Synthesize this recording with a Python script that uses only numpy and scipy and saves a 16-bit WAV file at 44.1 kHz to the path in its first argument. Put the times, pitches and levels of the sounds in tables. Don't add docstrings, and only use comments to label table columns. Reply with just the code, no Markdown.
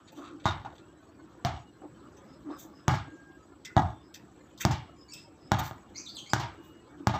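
import sys
import numpy as np
from scipy import signal
from scipy.io import wavfile

SR = 44100
rng = np.random.default_rng(int(sys.argv[2]) if len(sys.argv) > 2 else 0)


def int16_out(signal):
    q = np.round(np.clip(np.atleast_2d(signal).T, -1, 1) * 32767)
    wavfile.write(sys.argv[1], SR, q.astype(np.int16))


def linear_from_db(decibels):
    return 10 ** (np.asarray(decibels, float) / 20)


N = 317079

# start_s, crack_db, thump_db, ping_db, tail_db, tail_treble_db
BOUNCES = [(0.456, -24, -18, -17.5, -27.5, -1), (1.449, -10, -20.5, -33, -31.5, 3),
           (2.8808, -6, -13, -19, -25, -2), (3.7664, -24, -10.5, -16, -25, -28),
           (4.651, -3.5, -12, -20.5, -31.5, 3.5), (5.518, -5.5, -15, -14.5, -27.5, -3.5),
           (6.3343, -2.5, -19, -15, -30, 4), (7.0710, -5, -14.5, -16, -30.5, 1)]
# centre_hz, width_hz, copy_db
FAVOURED_REGIONS = [(1010, 290, -2.5), (697, 34, 12.5), (1500, 950, -8), (685, 176, 5), (730, 380, -1.5),
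                    (770, 680, -14), (1554, 58, 11.5), (820, 410, -5.5)]
# start_s, knock_db, scatter_db, treble_db
SLAPS = [(.649, -30.5, -37.5, -24), (2.907, -21.5, -45, 16), (2.94, -19, -38, 7.5), (3.78, -12, -44, 10.5),
         (3.821, -20.5, -51, -24), (4.709, -22, -35, 10.5), (5.532, -18, -32, -8), (5.546, -27, -50, -14),
         (5.584, -29, -27.5, -4), (5.711, -25.5, -45, -16), (6.363, -21.5, -66, 3), (6.396, -56, -31, 4.5),
         (7.096, -18, -52, 2), (7.139, -24, -28, -8.5)]
# centre_hz, width_hz
GROUND_DIPS = [(480, 300), (2550, 300)]
GROUND_LEAD_S = 0.0041
TAIL_END_S = 0.2


def ball():
    size = int(0.4 * SR)
    t = np.arange(size) / SR
    out = np.zeros(N + size)
    for bounce_row, favoured_row in zip(BOUNCES, FAVOURED_REGIONS):
        start_s, crack_db, thump_db, ping_db, tail_db, treble_db = bounce_row
        centre_hz, width_hz, copy_db = favoured_row
        bass_db = thump_db - tail_db - 15.5
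        tail = scatter(t, 0.72, 0.0012, bass_db, treble_db) / (1 + (t / TAIL_END_S) ** 8)
        bounce = strike(crack_db, thump_db, ping_db, t) + linear_from_db(tail_db) * tail
        favoured = signal.lfilter(*signal.iirpeak(centre_hz, centre_hz / width_hz, SR), bounce)
        out[round(start_s * SR):][:size] += bounce + linear_from_db(copy_db) * favoured
        slab = band(1.0 * (t == 0), 150, 1200) * linear_from_db(thump_db + 8.5)
        out[round((start_s - GROUND_LEAD_S) * SR):][:size] += slab
    for start_s, knock_db, scatter_db, treble_db in SLAPS:
        knock = strike(-7.5, -14.0, -2.5, t)
        dull_knock = signal.lfilter([0.22], [1, -0.78], knock)
        tail = scatter(t, 0.59, 0.0024, -12.0, treble_db)
        out[round(start_s * SR):][:size] += linear_from_db(knock_db) * dull_knock + linear_from_db(scatter_db) * tail
    for centre_hz, width_hz in GROUND_DIPS:
        notched = signal.lfilter(*signal.iirnotch(centre_hz, centre_hz / width_hz, SR), out)
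        out = 0.15 * out + 0.55 * notched
    return out[:N]


# pitch_hz, level_db, t60_s
AIR_MODES = [(669, -12.5, 0.076), (800, -1, 0.024), (870.4, -2, 0.041), (943, -7, 0.052),
             (1103, -6.5, 0.027), (1220, -3.5, 0.04), (1425, -9.5, 0.042), (1642, -15.5, 0.11),
             (1913, -22.5, 0.067), (2160, -34, 0.11), (3000, -13.5, 0.017), (3354, -6.5, 0.0094),
             (3700, -6.5, 0.012), (4230, -21.5, 0.024), (5660, -21.5, 0.038), (6400, -15.5, 0.013)]
# pitch_hz, level_db, t60_s
BODY_MODES = [(95.2, -18, 0.39), (119.9, 3, 0.098), (140.6, -4.5, 0.068), (191.4, -4.5, 0.16),
              (306.4, -9.5, 0.13)]


def strike(crack_db, thump_db, ping_db, t):
    click = 1.0 * (t == 0)
    suck = -np.sin(np.pi * np.clip(t / 0.00032, 0, 1)) ** 2
    grit = 1.05 * band(rng.standard_normal(len(t)), 2800, 6800) * linear_from_db(-60 * t / 0.0052)
    snap = 0.13 * band(rng.standard_normal(len(t)), 10000, 19000) * linear_from_db(-60 * t / 0.02)
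    squash = signal.lfilter([0.1], [1, -0.9], click)
    air = ring(AIR_MODES, click, 2.0)
    body = ring(BODY_MODES, squash, 1.0)
    return linear_from_db(crack_db) * (suck + grit + snap) - linear_from_db(ping_db) * air + linear_from_db(thump_db) * body


def ring(modes, push, spread_db):
    out = 0
    for pitch_hz, level_db, t60_s in modes:
        r = linear_from_db(-60 / (t60_s * SR))
        w = 2 * np.pi * pitch_hz / SR
        gain = linear_from_db(level_db + spread_db * rng.standard_normal())
        out = out + gain * signal.lfilter([0, np.sin(w)], [1, -2 * r * np.cos(w), r * r], push)
    return out


# band_hz, t60_s
TAIL_T60 = [(60, 0.93), (160, 0.44), (420, 0.36), (1100, 0.62), (2900, 0.72), (7700, 0.23), (14000, .2)]
# band_hz, level_db (per Hz)
TAIL_COLOUR = [(29, -9), (50, -4.5), (128, 7.5), (238, -10.5), (325, -3.5), (434, -34), (525, -33.5),
               (701, -6.5), (1660, -25), (2440, -24), (3340, -31.5), (6850, -33.5), (7730, -33),
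               (9360, -69), (15500, -26)]


def scatter(t, shorten, rise_s, bass_db, treble_db):
    def envelope(hz):
        tilt_db = bass_db / (1 + (hz / 450) ** 4) + treble_db / (1 + (2200 / hz) ** 4)
        lumps_db = 2.2 * np.interp(t, np.linspace(0, t[-1], 40), rng.standard_normal(40))
        return linear_from_db(tilt_db + lumps_db - 60 * t / (shorten * at_hz(TAIL_T60, hz)))

    loudest = linear_from_db(max(level_db for hz, level_db in TAIL_COLOUR))
    noise = linear_from_db(38.0) / loudest * bank(TAIL_COLOUR, len(t), envelope)
    hits = rng.random(len(t)) < 400 / SR
    surfaces = hits * rng.standard_normal(len(t)) * envelope(740)
    long_modes = [(pitch_hz, level_db, 1.84 * t60_s) for pitch_hz, level_db, t60_s in AIR_MODES]
    pings = ring(long_modes, surfaces + 1e-18, 3.6)
    high_pass = signal.butter(4, 60, "high", fs=SR, output="sos")
    both = signal.sosfilt(high_pass, noise + linear_from_db(-4.5) * pings)
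    return both * (1 - np.exp(-t / rise_s))


# centre_hz, width_hz, level_db
SOLE = [(1580, 370, -5), (1920, 300, -3), (2344, 270, -6), (2630, 200, -4), (3180, 35, 1), (3600, 390, 8.5),
        (4600, 210, -0.5), (5900, 620, 4), (5900, 220, -17.5), (6100, 190, 4), (7320, 1650, 9)]
# start_s, level_db, low_part_db, top_part_db, strongest_hz
TAPS = [(0.398, -59.5, 4, -30, 3830), (0.65, -71, 18, -25, 3450), (0.752, -59.5, -5, -16, 3520),
        (0.78, -59, -4, -27, 4000), (2.166, -63, 3, -9, 6060), (3.648, -40.5, 0.5, -13, 5500),
        (4.141, -43, -1.5, -6, 5200), (4.576, -50, -18, -6, 4750), (5.134, -48.5, -18, -2, 5160)]
# loudest_s, length_s, level_db, low_part_db, top_part_db, strongest_hz
DRAGS = [(0.085, 0.048, -60, 5, -30, 4020), (0.125, 0.028, -72, 13, 6, 4360),
         (0.18, 0.11, -62, 3, -9, 3370), (0.26, 0.12, -60, 9, -33, 3620), (0.445, 0.026, -58, 5, -28, 3840),
         (2.515, 0.072, -66.5, 11, -23, 3900), (2.605, 0.095, -56.5, -2, 4.5, 6460),
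         (4.615, 0.039, -41, 12.5, 0.5, 6250), (4.637, 0.024, -50, 14, -15, 2400),
         (5.184, 0.115, -64, 4, -15, 3600), (5.594, 0.023, -43.5, 4, 5.5, 3930),
         (5.653, 0.09, -53, 5, 4.5, 4480), (6.655, 0.12, -75.5, 10, 8.5, 3500)]
TAP_RISE_S, TAP_T60_S = 0.0019, 0.098
LOW_LINGERS = 2.6
SAG = 0.13
BRIGHT_FOLLOWS = 0.26


def scuffs():
    grit, out = linear_from_db(2.3 * drift(220)), np.zeros(N)
    resonances = [(hz, linear_from_db(db) * hiss(hz - width / 2, hz + width / 2)) for hz, width, db in SOLE]
    top = hiss(12200, 15400, order=4)
    low_pass = signal.butter(2, 500, fs=SR, output="sos")
    narrow = rms_one(signal.sosfilt(low_pass, rng.standard_normal(N)))

    def rub(at, low, top_db, peak_hz):
        strengths = linear_from_db(1.0 * rng.standard_normal(len(SOLE)))
        sole = 0
        for strength, (hz, noise) in zip(strengths, resonances):
            if hz < 3000:
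                gain = low
            elif hz > 5000:
                gain = linear_from_db(BRIGHT_FOLLOWS * top_db)
            else:
                gain = 1
            sole = sole + strength * gain * noise[at]
        track_hz = peak_hz + np.zeros(len(at))
        strongest = narrow[at] * np.sin(2 * np.pi * np.cumsum(track_hz) / SR)
        return linear_from_db(-12.5) * sole + linear_from_db(1.0) * strongest + linear_from_db(top_db) * top[at]

    t = np.arange(int(0.25 * SR)) / SR
    dying_db = -60 * t / TAP_T60_S
    for start_s, level_db, low_db, top_db, strongest_hz in TAPS:
        at = round(start_s * SR) + np.arange(len(t))
        low = linear_from_db(low_db - dying_db * (1 - 1 / LOW_LINGERS))
        envelope = linear_from_db(level_db + dying_db) * (1 - np.exp(-t / TAP_RISE_S))
        sinking_hz = strongest_hz * (1 - SAG * np.minimum(t / TAP_T60_S, 1))
        out[at] += envelope * rub(at, low, top_db, sinking_hz)
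    for loudest_s, length_s, level_db, low_db, top_db, strongest_hz in DRAGS:
        at, shape = swell(loudest_s, length_s)
        out[at] += linear_from_db(level_db) * shape * rub(at, linear_from_db(low_db), top_db, strongest_hz)
    return walls(out * grit, wet_db=-16.0)


# start_s, length_s, first_hz, last_hz, level_db, second_partial_db (re first)
SQUEAKS = [(3.645, 0.038, 2135, 2016, -53, -23), (3.692, 0.038, 1500, 1434, -62, -25),
           (5.077, 0.043, 2320, 2270, -68.5, 10.5), (5.11, 0.037, 2703, 2620, -62.5, 11),
           (5.132, 0.058, 2750, 2610, -59, -13), (5.936, 0.093, 2027, 2435, -58.5, 4.5),
           (5.956, 0.051, 4410, 6490, -42.5, -50), (6.05, 0.046, 4290, 3450, -48, -13.5),
           (6.071, 0.04, 3600, 4775, -45, -24), (6.139, 0.07, 4900, 3050, -45, -8),
           (6.253, 0.043, 2100, 2170, -62.5, 1.5), (6.29, 0.04, 2440, 2486, -63, 11.5)]
GLIDE_SHARE = 0.4
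THIRD_DB = -5
SQUEAK_RISE, SQUEAK_FALL = 0.28, 0.26


def squeaks():
    wobble = 1 + 0.042 * drift(450)
    flutter = linear_from_db(5.0 * drift(200))
    out = np.zeros(N)
    for start_s, length_s, first_hz, last_hz, level_db, second_db in SQUEAKS:
        at = round(start_s * SR) + np.arange(int(length_s * SR))
        gone = np.linspace(0, 1, len(at))
        hz = last_hz + (first_hz - last_hz) * np.exp(-(gone / GLIDE_SHARE) ** 2)
        phase = 2 * np.pi * np.cumsum(hz * wobble[at]) / SR
        overtones = np.sin(2 * phase) + linear_from_db(THIRD_DB) * np.sin(3 * phase)
        tone = np.sin(phase) + linear_from_db(second_db) * overtones
        fade = np.clip(np.minimum(gone / SQUEAK_RISE, (1 - gone) / SQUEAK_FALL), 0, 1) ** 2
        out[at] += np.sqrt(2) * linear_from_db(level_db) * fade * flutter[at] * tone
    out = out + linear_from_db(-25) * np.abs(out) * hiss(12000, 19000)
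    return walls(out, wet_db=0.0)


def walls(x, wet_db):
    t = np.arange(int(0.3 * SR)) / SR
    court = rng.standard_normal(len(t)) * linear_from_db(-60 * t / 0.38)
    court = court * (1 - np.exp(-t / 0.0011)) / (1 + (t / TAIL_END_S) ** 8)
    court = court / np.sqrt(np.sum(court ** 2))
    return x + linear_from_db(wet_db) * signal.fftconvolve(x, court)[:N]


# loudest_s, length_s, level_db, octave_band_db, upper_band_db (re level)
THUDS = [(0.192, 0.087, -42.5, -12, -13), (0.245, 0.15, -61, -2, 9), (0.347, 0.17, -45.5, -35, -23),
         (1.821, 0.015, -43, -6.5, -15), (1.844, 0.061, -40, -9.5, -33), (2.472, 0.089, -42, -15.5, -19),
         (2.505, 0.061, -40.5, -6.5, -22), (2.537, 0.08, -55, -14, 7.5), (2.653, 0.17, -52, -9.5, -11.5),
         (3.1, 0.13, -46.5, -32, -29), (5.99, 0.051, -54, -25, -9), (6.597, 0.031, -41.5, -35, -36),
         (7.01, 0.08, -42, -32, -25)]
# centre_hz, width_hz
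THUD_BANDS = [(308, 56.5), (680, 380), (1200, 330)]


def thuds():
    low, octave, upper = (hiss(hz - width / 2, hz + width / 2) for hz, width in THUD_BANDS)
    out = np.zeros(N)
    for loudest_s, length_s, level_db, octave_db, upper_db in THUDS:
        at, shape = swell(loudest_s, length_s)
        hollow = low[at] + linear_from_db(octave_db) * octave[at] + linear_from_db(upper_db) * upper[at]
        out[at] += shape * linear_from_db(level_db) * hollow
    return out


RISE_SHARE = 0.52


def swell(loudest_s, length_s):
    at = np.arange(int((loudest_s - length_s) * SR), min(int((loudest_s + 2 * length_s) * SR), N))
    t = at / SR - loudest_s
    side_s = length_s * np.where(t < 0, RISE_SHARE, 1)
    return at, np.exp(-5 * (t / side_s) ** 2)


# start_s, end_s, pitch_hz, level_db
WHISTLES = [(1.65, 1.71, 2880, -66), (2.99, 3.4, 1616, -61), (3.84, 4.05, 3545, -71),
            (4.85, 4.96, 2880, -70), (5.03, 5.09, 2880, -70), (6.56, 6.83, 2880, -70),
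            (6.87, 6.94, 2230, -68), (2.16, 2.21, 6250, -66), (.04, .11, 6850, -68)]


def whistles():
    t = np.arange(N) / SR
    waver, out = linear_from_db(2.5 * drift(25)), 0
    for start_s, end_s, pitch_hz, level_db in WHISTLES:
        fade = np.clip(np.minimum(t - start_s, end_s - t) / 0.035, 0, 1)
        out = out + linear_from_db(level_db) * fade * np.sqrt(2) * np.sin(2 * np.pi * pitch_hz * t)
    return out * waver


# middle_s, level_db
CRICKET = [(2.33, -67.5), (2.56, -64.5), (2.789, -63.5), (4.07, -72.5), (5.02, -63.5), (5.22, -61),
           (5.45, -64.5)]


def insects():
    t = np.arange(N) / SR
    chirps = sum(linear_from_db(level_db) * np.exp(-((t - middle_s) / 0.042) ** 2) for middle_s, level_db in CRICKET)
    chorus = linear_from_db(-77.5 + 2.3 * drift(21)) * hiss(7670, 7840)
    return chirps * hiss(5010, 5210) + chorus


# band_hz, level_db (per Hz)
TOWN_COLOUR = [(15, -55), (25, -33), (56, 0.5), (335, -2.5), (607, -12.5), (1520, -14), (1650, -21.5),
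               (2350, -29.5), (2840, -25.5), (3250, -26), (6210, -37), (6740, -23.5), (7710, -33),
               (9070, -51), (16000, -32.5)]


def town():
    together = 1.0 * drift(1.5)
    noise = rms_one(bank(TOWN_COLOUR, N, lambda hz: linear_from_db(together + 2.94 * drift(17.0))))
    hollow = linear_from_db(-4.0 + 2.7 * drift(11)) * hiss(280, 349.6)
    return linear_from_db(-56.5) * (noise + hollow)


def flecks(per_s, level_db):
    draws, out = rng.random((int(per_s * N / SR), 4)), np.zeros(N + SR)
    for when, pitch, length, size in draws:
        hz = 500 * 16 ** pitch
        t = np.arange(int((0.015 + 0.11 * length) * SR)) / SR
        gain = linear_from_db(level_db + 0.8 * at_hz(TOWN_COLOUR, hz) + 6.0 * size)
        out[int(when * N):][:len(t)] += gain * np.hanning(len(t)) * np.sin(2 * np.pi * hz * t)
    return out[:N] * linear_from_db(4.0 * drift(60))


def bank(colour, size, envelope):
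    edges_hz = 28 * 2 ** np.arange(0, 9.3, 1 / 3)
    white, out = rng.standard_normal((2, size)), 0
    for k, (low_hz, high_hz) in enumerate(zip(edges_hz, edges_hz[1:])):
        hz = np.sqrt(low_hz * high_hz)
        noise = band(white[k % 2], low_hz, high_hz)
        out = out + linear_from_db(at_hz(colour, hz)) * envelope(hz) * noise
    return out


def drift(corner_hz):
    r = np.exp(-2 * np.pi * corner_hz * 40 / SR)
    slow = signal.lfilter([1], [1, -2 * r, r * r], rng.standard_normal(N // 40 + 2002))[2000:]
    return np.interp(np.arange(N) / 40, np.arange(len(slow)), rms_one(slow))


def hiss(low_hz, high_hz, order=2):
    return rms_one(band(rng.standard_normal(N), low_hz, high_hz, order=order))


def band(x, low_hz, high_hz, order=2):
    return signal.sosfilt(signal.butter(order, [low_hz, high_hz], "band", fs=SR, output="sos"), x)


def rms_one(x):
    return x / np.sqrt(np.mean(x ** 2) + 1e-20)


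def at_hz(points, hz):
    table_hz, values = np.transpose(points)
    return np.interp(np.log(hz), np.log(table_hz), values)


def scene():
    background = whistles() + insects() + town() + flecks(per_s=110, level_db=-59)
    return (ball() + scuffs() + squeaks() + thuds() + background)[None, :]


def roll_off(x):
    return signal.sosfilt(signal.butter(12, 16620, fs=SR, output="sos"), x)


def record(dry):
    body = signal.sosfilt(signal.cheby2(8, 28, 9200, fs=SR, output="sos"), dry)
    top = signal.sosfilt(signal.cheby2(4, 40, [11200, 16300], "band", fs=SR, output="sos"), dry)
    high_pass = signal.butter(3, 52, "high", fs=SR, output="sos")
    heard = signal.sosfilt(high_pass, body + linear_from_db(-4.0) * top)
    rounded = 0.6 * np.tanh(heard / 0.6)
    mix = rounded + linear_from_db(-93.5) * hiss(8800, 14000, order=4)
    return roll_off(mix)


dry = scene()
out = record(dry)
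int16_out(out)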